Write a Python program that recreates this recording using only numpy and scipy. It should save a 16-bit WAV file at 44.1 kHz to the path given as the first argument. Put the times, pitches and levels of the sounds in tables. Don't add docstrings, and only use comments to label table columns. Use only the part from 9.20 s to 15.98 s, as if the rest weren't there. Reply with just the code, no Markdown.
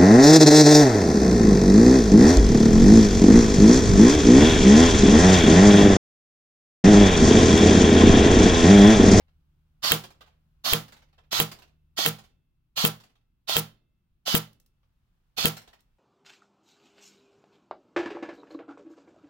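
import sys
import numpy as np
from scipy import signal
from scipy.fft import rfft, irfft
from scipy.io import wavfile

SR = 44100
rng = np.random.default_rng(int(sys.argv[2]) if len(sys.argv) > 2 else 0)


def to_wav(sig):
    pcm = np.clip(np.atleast_2d(sig), -1, 1) * 32767
    pcm = np.round(pcm).astype(np.int16)
    wavfile.write(sys.argv[1], SR, pcm.T)


N = 299218

# start_s, crack_gain_db, wind_up_s, vent_gain_db
SHOT_EVENTS = [(0.719, 2.5, 0.1, -2), (1.5341, 0.5, 0.099, -9), (2.201, -0.5, 0.095, 1.5),
               (2.8616, -1.5, 0.1, 3), (3.6503, -0.5, 0.096, 4.5), (4.367, -1.5, 0.098, 4.5),
               (5.151, -1.5, 0.1, 4.5), (6.256, -0.5, 0.094, 1.5)]
# centre_s, level_db, pitch_hz
AIR_PUFFS = [(1.5291, -19, 60), (3.6455, -12, 185), (5.1466, -12, 190), (6.2515, -15.5, 190)]
# start_s, level_db
PELLET_HITS = [(0.003, -58), (0.08, -65), (0.836, -30.5), (1.007, -41), (1.072, -52), (1.679, -43.5),
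               (1.721, -39.5), (1.764, -46), (1.819, -53), (1.927, -58), (1.979, -48), (2.314, -31),
               (2.419, -44), (2.984, -38.5), (3.039, -51), (3.799, -46.5), (3.834, -47), (3.953, -60.5),
               (5.629, -67), (6.366, -32), (6.474, -44), (6.529, -45.5)]
PLASTIC_CLICKS = [(5.331, -50), (5.400, -49), (5.462, -52), (6.606, -52)]
# time_s, gain_db
HISS_SWELL = [(0, 2), (1.5, 3.5), (3.3, -4.5), (5.0, -3), (6.0, 4)]
# frequency_hz, t60_s
ROOM_DECAY = [(100, 1), (300, 0.53), (800, 0.32), (2000, 0.35), (4500, 0.29), (8000, 0.26), (15000, 0.21)]
# pitch_hz, bandwidth_hz, level_db
SHELL_MODES = [(734, 120, -9.5), (1354, 60, -8), (3120, 530, -2), (3500, 120, -2.5), (4270, 310, 1.5),
               (6240, 200, -11)]

# pitch_hz, level_db, t60_s
BOOM_MODES = [(114, -15, 0.36), (157.7, 0, .22), (212, -11, 0.28), (330.6, -13.5, .17), (396, -10, 0.1),
              (468.3, -1, .13), (791, -19.5, 0.22), (1226, -14.5, .12), (1340, -10, 0.18),
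              (3140, -10.5, .12)]
SPRING_MODES = [(878, -1.5, 0.88), (1320, -2, 1.0), (2090, -7, 1.6), (2655, 3, 1.4), (3310, -5, 1.4),
                (3580, 13, 0.68)]
TUBE_MODES = [(1010, -22, 0.0024), (1930, -17.5, 0.018), (2710, -10, 0.021), (3204, -10, 0.023),
              (3750, -16, 0.011), (7360, -14, 0.017), (13370, -10, .004), (15300, -5.5, .006)]

# frequency_hz, gain_db
RUMBLE_SPECTRUM = [(12, -32.5), (20, 1), (81, -7.5), (107, -18), (154, -10.5), (187, -17.5), (367, -30),
                   (422, -46.5), (472, -41.5), (1480, -43), (1810, -51), (2670, -42), (7730, -57.5),
                   (16000, -47.5)]
CLICK_SPECTRUM = [(500, -11), (2500, -8), (4800, -1), (7000, -5), (10000, -4), (15000, -2.5)]
PELLET_SPECTRUM = [(100, -8), (350, -4.5), (700, 2.5), (1200, -0.5), (2200, -3.5), (4200, 0), (7000, -3),
                   (10000, -8), (15000, -5.5)]
GEAR_SPECTRUM = [(70, -20.5), (155, -9.5), (290, -9), (440, -21), (650, -10.5), (1300, -5.5), (1650, -9.5),
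                 (2400, -9.5), (3200, -3), (4400, -5), (6400, -10.5), (8600, -24), (12800, -11),
                 (16000, -18)]
CLACK_SPECTRUM = [(100, -18.5), (300, -3.5), (680, 6), (1100, -3), (2200, -9), (3400, 3), (5000, -9),
                  (9000, -19.5), (15000, -13)]
VENT_SPECTRUM = [(500, -21.5), (3000, -5), (5000, -4.5), (7000, -4), (8300, -5), (9600, 0), (11500, -3.5),
                 (13500, 1.5), (15500, 4)]
BLAST_SPECTRUM = [(60, -12.5), (200, 0.5), (600, 4), (1200, 4), (1700, 1.5), (2300, -1), (3200, 3.5),
                  (4500, -0.5), (6000, -4.5), (7400, -4.5), (8300, -13.5), (9600, -4), (11500, -11),
                  (15000, -2)]
HISS_SPECTRUM = [(200, -1), (700, 1), (1400, 1.5), (2000, -4.5), (3200, -4.5), (6000, -12), (9000, -16),
                 (14000, -14.5)]
RUSH_SPECTRUM = [(30, -7), (90, 6), (250, 0), (400, 2), (650, -1.5), (1300, -1.5), (2500, -8.5),
                 (15000, -18.5)]
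FLUTTER_SPECTRUM = [(60, -4), (250, -3), (400, 5), (550, -3), (900, -13), (4000, -30)]
CRACK_SPECTRUM = [(60, -6.5), (250, .5), (700, 2), (3000, 1.5), (5500, -4.5), (8300, -3.5),
                  (10000, -.5), (15000, 0)]

# frequency_hz, left_minus_right_db
GEAR_BALANCE = [(150, 0.5), (400, -4), (700, -3.5), (1000, -2), (1500, -7.5), (2800, -4.5), (4200, -8.5),
                (6000, 0), (8500, -2), (13000, -3.5)]
BLAST_BALANCE = [(200, -1), (700, -2), (1600, -5), (3800, -2), (5500, -1), (15000, 1)]
TUBE_BALANCE = [(1000, 0), (3000, -6), (7400, -6), (14000, 6)]


def amp(db):
    return 10 ** (np.asarray(db) / 20)


def decay(t, t60):
    return amp(-60 * t / t60)


def unit_rms(x):
    return x / np.sqrt(np.mean(x ** 2) + 1e-20)


def unit_energy(x):
    return unit_rms(x) / np.sqrt(x.shape[-1])


def curve_at(points, hz):
    knots_hz, values = np.transpose(points)
    return np.interp(np.log(hz + 1), np.log(knots_hz + 1), values)


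def pan(side_db):
    return amp(np.array([[.5], [-.5]]) * side_db)


def add(mix, start_s, sound):
    part = mix[:, max(round(start_s * SR), 0):][:, :sound.shape[-1]]
    part += sound[..., :part.shape[-1]]


def colour(x, spectrum, balance=((1000, 0),), size=4096):
    hz = abs(np.fft.fftfreq(size, 1 / SR))
    log_gain = np.log(amp(curve_at(spectrum, hz)) * pan(curve_at(balance, hz)))
    response = np.exp(np.conj(signal.hilbert(log_gain)))
    taps = np.fft.ifft(response).real[:, :size // 2]
    return signal.oaconvolve(np.atleast_2d(x), taps, axes=1)[:, :x.shape[-1]]


def ring(modes, t):
    return sum(amp(db) * decay(t, t60) * np.sin(2 * np.pi * hz * t) for hz, db, t60 in modes)


def diffuse(count, coherent_hz=450):
    left, other = rfft(rng.standard_normal((2, count)))
    coherence = .9 / (1 + (np.fft.rfftfreq(count, 1 / SR) / coherent_hz) ** 2)
    right = coherence * left + np.sqrt(1 - coherence ** 2) * other
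    return irfft(np.array([left, right]), count)


def noise(count, spectrum):
    return unit_rms(colour(diffuse(count), spectrum))


def room(near_t60, far_db, build_s, count=32768):
    hz, t, field = signal.stft(diffuse(count), SR, nperseg=256)
    far = amp(far_db) * decay(t, curve_at(ROOM_DECAY, hz)[:, None])
    field = field * np.hypot(decay(t, near_t60), far)
    tail = signal.istft(field, SR, nperseg=256)[1][:count * 2, :count]
    build_up = 1 - np.exp(-np.arange(count) / SR / build_s)
    return unit_energy(tail * build_up)


def echo(x, response):
    return signal.oaconvolve(x, response, axes=1)[:, :N]


def building(rumble_db=-71, hiss_db=-87, hum_hz=119, hum_db=-79, motor_hz=75, motor_db=-68, stop_s=3.35):
    t = np.arange(N) / SR
    running = np.clip((stop_s - t) / .4, 0, 1)
    rumble = noise(N, RUMBLE_SPECTRUM) * amp(rumble_db + 3.5 * running)
    hiss = noise(N, HISS_SPECTRUM) * amp(hiss_db + np.interp(t, *np.transpose(HISS_SWELL)))
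    hum = amp(hum_db) * np.sin(2 * np.pi * hum_hz * t)
    drift = np.interp(t, np.linspace(0, t[-1], 60), rng.standard_normal(60))
    phase = 2 * np.pi * np.cumsum(motor_hz * (1 + .023 * drift)) / SR
    motor = amp(motor_db) * running * (np.sin(phase) + amp(-3) * np.sin(2 * phase))
    return rumble + hiss + hum + motor


def clicks(click_t60=.03, room_db=-6):
    out, t = np.zeros((2, N)), np.arange(2048) / SR
    for start_s, level_db in PLASTIC_CLICKS:
        click = colour(diffuse(len(t)) * decay(t, click_t60), CLICK_SPECTRUM)
        add(out, start_s, amp(level_db) * click / abs(click).max())
    return out + amp(room_db) * echo(out, room(near_t60=.13, far_db=-8, build_s=.005))


def pellets(direct_db=2, room_db=6, tick_t60=.027, rebound_s=.06, rebound_db=-13.5, dulling_db_per_s=42):
    out, t = np.zeros((2, N)), np.arange(2048) / SR
    attack = np.minimum(t / .004, 1)
    for start_s, level_db in PELLET_HITS:
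        walls = room(near_t60=.11, far_db=-10.5, build_s=.0025)
        flight_s = min([.5] + [start_s - shot_s for shot_s, *_ in SHOT_EVENTS if shot_s < start_s])
        dulling = [(3000, 0), (8000, -1 - dulling_db_per_s * flight_s)]
        skip_s = start_s + rebound_s * rng.uniform(.8, 1.2)
        for hit_s, hit_db in (start_s, level_db), (skip_s, level_db + rebound_db):
            tick = colour(diffuse(len(t)) * decay(t, tick_t60), PELLET_SPECTRUM)
            tick = colour(tick, dulling)
            tick = amp(hit_db) * tick / abs(tick).max()
            add(out, hit_s, amp(direct_db) * tick * attack)
            add(out, hit_s, amp(room_db) * echo(tick, walls))
    return out * pan(-2.5)


def gear_train(length_s, casing, mesh_hz=1180, sag=.12, bind_hz=260, spin_up_s=.021):
    t = np.arange(round(length_s * SR)) / SR
    speed = rng.uniform(.91, 1.05) * (1 - np.exp(-t / .008)) * (1 - sag * t / length_s)
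    travel = np.cumsum(speed) / SR
    mesh_cycles = mesh_hz * travel
    strikes = np.diff(np.floor(mesh_cycles), prepend=0) * amp(2.5 * rng.standard_normal(len(t)))
    teeth = unit_rms(strikes - strikes.mean()) * np.array([[-1], [1]])
    contact = .71 + np.exp(-(mesh_cycles % 1) / .13)
    scrape = signal.oaconvolve(diffuse(len(t)), casing, axes=1)[:, :len(t)] * contact
    binding = 1 + .3 * np.sin(2 * np.pi * (bind_hz * travel + rng.random()))
    drive = (unit_rms(scrape) + amp(-6) * teeth) * binding
    shell = sum(amp(db) * unit_rms(signal.lfilter(*signal.iirpeak(hz, hz / width, SR), drive))
                for hz, width, db in SHELL_MODES)
    whirr = unit_rms(colour(drive, GEAR_SPECTRUM, GEAR_BALANCE)) + amp(-7) * unit_rms(shell * pan(-10))
    envelope = np.minimum(t / spin_up_s, 1) ** 2 * np.clip((length_s - t) / .0037, 0, 1)
    return unit_rms(whirr) * envelope


def gearbox(whirr_db=-24, easing_db_per_s=.45, clack_db=-22, clack_lead_s=.072, room_db=-8):
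    out, t = np.zeros((2, N)), np.arange(2048) / SR
    for shot_s, _, wind_up_s, _ in SHOT_EVENTS:
        casing = unit_energy(diffuse(len(t)) * decay(t, t60=.035))
        whirr = amp(whirr_db - easing_db_per_s * shot_s) * gear_train(wind_up_s, casing)
        add(out, shot_s - wind_up_s, whirr)
        clack = noise(len(t), CLACK_SPECTRUM) * decay(t, t60=.022) * pan(-6.5)
        add(out, shot_s - clack_lead_s, amp(clack_db + 1.5 * rng.standard_normal()) * clack)
    return out + amp(room_db) * echo(out, room(near_t60=.072, far_db=-14.5, build_s=.006))


def piston(rush_db=-29.5, lead_s=.0045, rush_width_s=.0057, push_db=-31, push_hz=88, puff_width_s=.0046):
    out, t = np.zeros((2, N)), np.arange(-1024, 1024) / SR
    leftward = amp([[0], [-17]])
    push = amp(push_db) * np.cos(2 * np.pi * push_hz * t) * leftward
    for shot_s, *_ in SHOT_EVENTS:
        rush = amp(rush_db) * noise(len(t), RUSH_SPECTRUM)
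        add(out, shot_s - lead_s + t[0], (rush + push) * np.exp(-(t / rush_width_s) ** 2))
    for centre_s, level_db, pitch_hz in AIR_PUFFS:
        flutter = amp(-11) * noise(len(t), FLUTTER_SPECTRUM)[0]
        pulse = np.cos(2 * np.pi * pitch_hz * t + np.pi / 6)
        puff = (pulse + flutter) * np.exp(-(t / puff_width_s) ** 2)
        add(out, centre_s + t[0], amp(level_db) * puff * leftward)
    return out


def vent(hiss_db=-27, delay_s=.001, length_s=.035):
    out, flow = np.zeros((2, N)), signal.windows.tukey(round(length_s * SR), .45)
    for shot_s, *_, vent_gain_db in SHOT_EVENTS:
        hiss = noise(len(flow), VENT_SPECTRUM) * flow * pan(2.2)
        add(out, shot_s + delay_s, amp(hiss_db + vent_gain_db) * hiss)
    return out


def rifle_body(boom_db=-21, rise_s=.012, spring_db=-81.5):
    out, t = np.zeros((2, N)), np.arange(65536) / SR
    boom = ring(BOOM_MODES, t) * (1 - np.exp(-t / rise_s)) * pan(-3)
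    for shot_s, *_ in SHOT_EVENTS:
        add(out, shot_s, amp(boom_db) * boom)
        spring = [(hz, db + 3 * rng.standard_normal(), t60) for hz, db, t60 in SPRING_MODES]
        add(out, shot_s, amp(spring_db) * ring(spring, t))
    return out


def blast_echo():
    response = room(near_t60=.21, far_db=-16.5, build_s=.005)
    return unit_energy(colour(response, BLAST_SPECTRUM, BLAST_BALANCE))


def muzzle(tube_db=-1, air_db=-10.5, crack_t60=.011, right_lag_s=.0002, room_db=2, scatter_db=1):
    out, t = np.zeros((2, N)), np.arange(2048) / SR
    tube = colour(ring(TUBE_MODES, t), [(1000, 0)], TUBE_BALANCE)
    scatters = [blast_echo() for _ in SHOT_EVENTS]
    repeating = blast_echo()
    for (shot_s, gain_db, *_), scatter in zip(SHOT_EVENTS, scatters):
        air = noise(len(t), CRACK_SPECTRUM) * decay(t, crack_t60)
        crack = amp(tube_db) * tube + amp(air_db) * air
        crack[1] = np.interp(t - right_lag_s, t, crack[1], left=0)
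        add(out, shot_s, amp(gain_db) * crack)
        add(out, shot_s, amp(gain_db) * (amp(room_db) * repeating + amp(scatter_db) * scatter))
    return out


def scene():
    return gearbox() + piston() + muzzle() + vent() + rifle_body() + pellets() + clicks() + building()


def record(dry, ceiling=.75, cutoff_hz=16050):
    limited = dry / (1 + (dry / ceiling) ** 4) ** (1 / 4)
    low_pass = signal.firwin(301, cutoff_hz, window=("kaiser", 9), fs=SR)
    return signal.oaconvolve(limited, low_pass[None], "same", axes=1)


dry = scene()
out = record(dry)
to_wav(out)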